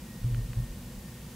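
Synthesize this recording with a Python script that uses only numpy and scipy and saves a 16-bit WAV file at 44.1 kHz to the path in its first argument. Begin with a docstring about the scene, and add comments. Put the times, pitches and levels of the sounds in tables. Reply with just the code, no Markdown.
"""A hand grips a phone at a desk: small shifts reach the microphone as soft, deep bumps in two resonances.
The side button is pressed and clicks faintly, down and up, ringing the case.
A quiet room runs throughout: fan-like murmur, mains hum, a thin wavering whine and microphone hiss."""
import sys
import numpy as np
from scipy import signal
from scipy.fft import rfft, irfft, next_fast_len
from scipy.io import wavfile
from scipy.ndimage import map_coordinates

SR = 44100
rng = np.random.default_rng(int(sys.argv[2]) if len(sys.argv) > 2 else 0)


def int16_out(signal):
    """Quantize to a 16-bit WAV file."""
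    q = np.round(np.clip(np.atleast_2d(signal).T, -1, 1) * 32767)
    wavfile.write(sys.argv[1], SR, q.astype(np.int16))


N = 59535

# room murmur spectrum (frequency [Hz], relative density [dB])
MURMUR_SPECTRUM = [(10, -31), (25, -10.5), (50, -3), (75, -6), (130, -0.5), (200, 0.5), (245, -4.5),
                   (280, -18), (345, -9.5), (400, -20.5), (490, -12.5), (680, -25), (950, -21.5),
                   (1250, -29.5), (3000, -29), (6000, -40.5), (16000, -70)]
# steady hum tones (frequency [Hz], rms level [dB])
HUM_TONES = [(59, -53.5), (120, -58), (241, -56.5), (344, -68), (502, -70), (2908, -77)]
# whine contour (time [s], pitch [Hz], rms level [dB])
WHINE_CONTOUR = [(0, 1868, -75), (0.129, 1888, -61.5), (0.269, 1849, -69), (.39, 1837, -64.5),
                 (.52, 1836, -70.5), (.58, 1830, -64.5), (0.701, 1843, -67), (0.781, 1810, -74),
                 (.87, 1833, -65.5), (1.04, 1820, -72), (1.17, 1838, -64.5), (1.35, 1822, -71.5)]
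# microphone hiss spectrum (frequency [Hz], relative density [dB])
HISS_SPECTRUM = [(60, -16), (500, 3.5), (1500, 1.2), (3000, 0), (5000, 0.5), (8000, 0.5), (12000, -1),
                 (15700, -2)]
# grip shifts (peak time [s], half-width [s], low resonance level [dB], high resonance level [dB])
GRIP_SHIFTS = [(.21, 0.011, -37, -46), (0.244, 0.015, -29.5, -37.5), (0.264, 0.025, -48, -23),
               (0.334, 0.037, -30, -25.5), (0.39, 0.019, -31.5, -24.5), (0.439, 0.029, -30, -38.5),
               (0.499, 0.0097, -36, -29.5), (.524, 0.012, -39, -39.5), (0.588, 0.025, -29, -24),
               (0.636, 0.014, -30.5, -31), (.708, 0.023, -34.5, -52), (0.777, 0.0072, -48, -35.5),
               (.87, 0.039, -47, -45), (.97, 0.033, -41.5, -47), (1.29, 0.0096, -68, -40)]
# skin friction spectrum (frequency [Hz], relative density [dB])
RUB_SPECTRUM = [(25, -12), (90, 8.5), (150, -3), (230, -9.5), (320, -13.5), (600, -21), (1500, -55),
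                (4000, -120)]
# button down, up (time [s], level [dB], second snap delay [s], second snap relative level [dB])
BUTTON_CLICKS = [(0.3462, -38, 0.00127, -10.5), (0.5323, -38.5, 0.00111, -4)]
# case modes (frequency [Hz], relative level [dB], t60 [s])
CASE_MODES = [(1440, -0.5, .008), (2010, 0.5, 0.0044), (2500, -9, 0.0099), (2980, -6.5, 0.011),
              (4530, -4.5, 0.0058)]

TIME_S = np.arange(N) / SR


def amp(db):
    """Decibels to gain."""
    return 10 ** (np.asarray(db) / 20)


def wobble(knots_per_s):
    """Smooth random curve."""
    return map_coordinates(rng.standard_normal(256), [TIME_S * knots_per_s], mode="mirror")


def noise(spectrum):
    """Noise of rms 1, shaped by (frequency [Hz], density [dB]) points on a log axis."""
    size = next_fast_len(N + SR // 2)
    hz, db = np.transpose(spectrum)
    gain = amp(np.interp(np.log(np.fft.rfftfreq(size, 1 / SR) + 1), np.log(hz + 1), db))
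    shaped = irfft(rfft(rng.standard_normal(size)) * gain, size)[:N]
    return shaped / np.sqrt(np.mean(shaped ** 2) + 1e-20)


def tone(hz):
    """Sine of peak 1, steady or moving pitch, random phase."""
    return np.sin(2 * np.pi * (np.cumsum(hz * np.ones(N)) / SR + rng.random()))


def murmur(rms_db=-45):
    """Fan-like room noise, mostly low."""
    return amp(rms_db) * noise(MURMUR_SPECTRUM)


def hum():
    """Mains hum plus a few fainter steady tones."""
    return sum(np.sqrt(2) * amp(db) * tone(hz) for hz, db in HUM_TONES)


def whine(wander_hz=4.01, flutter_db=2.5):
    """Thin tone that wavers and sinks a little."""
    times_s, hz, db = np.transpose(WHINE_CONTOUR)
    pitch_hz = np.interp(TIME_S, times_s, hz) + wander_hz * wobble(knots_per_s=30.44)
    level_db = np.interp(TIME_S, times_s, db) + flutter_db * wobble(knots_per_s=24.27)
    return np.sqrt(2) * amp(level_db) * tone(pitch_hz)


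def hiss(mid_db=-53.5, side_re_mid_db=-4.5):
    """Even microphone hiss, partly shared by both channels."""
    mid = noise(HISS_SPECTRUM)
    side = amp(side_re_mid_db) * noise(HISS_SPECTRUM)
    return amp(mid_db) * np.array([mid + side, mid - side])


def grip(low_hz=44.02, high_hz=118.86, detune_hz=4.56, rub_re_bumps_db=-17.5):
    """Each shift swells and fades in two resonances, detuned by the grip, with dull skin friction."""
    low_envelope, high_envelope = np.zeros(N), np.zeros(N)
    for peak_s, half_width_s, low_db, high_db in GRIP_SHIFTS:
        swell = np.exp(-((TIME_S - peak_s) / half_width_s) ** 2)
        low_envelope += amp(low_db) * swell
        high_envelope += amp(high_db) * swell
    bumps = np.zeros(N)
    for envelope, hz in [(low_envelope, low_hz), (high_envelope, high_hz)]:
        bumps += envelope * tone(hz + detune_hz * wobble(knots_per_s=45))
    rub = amp(rub_re_bumps_db) * np.hypot(low_envelope, high_envelope) * noise(RUB_SPECTRUM)
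    return bumps + rub


def button(case_band_hz=(1110, 4500)):
    """The button snaps over, then hits its stop; the small case rings and radiates in a limited band."""
    ring = np.zeros(N)
    for click_s, click_db, delay_s, second_db in BUTTON_CLICKS:
        for snap_s, snap_db in [(click_s, click_db), (click_s + delay_s, click_db + second_db)]:
            age_s = np.maximum(TIME_S - snap_s, 0)
            for hz, mode_db, t60_s in CASE_MODES:
                envelope = amp(snap_db + mode_db - 60 * age_s / t60_s)
                ring += envelope * np.sin(2 * np.pi * hz * age_s)
    case_filter = signal.butter(4, case_band_hz, "bandpass", fs=SR, output="sos")
    return signal.sosfilt(case_filter, ring)


def scene():
    """Room, grip and button centred; hiss wider."""
    return murmur() + hum() + whine() + hiss() + grip() + button()


def record(dry):
    """Brick-wall low-pass."""
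    cutoff_hz = 15750
    size = next_fast_len(N + SR // 2)
    passband = np.fft.rfftfreq(size, 1 / SR) < cutoff_hz
    return irfft(rfft(dry, size) * passband, size)[:, :N]


dry = scene()
out = record(dry)
int16_out(out)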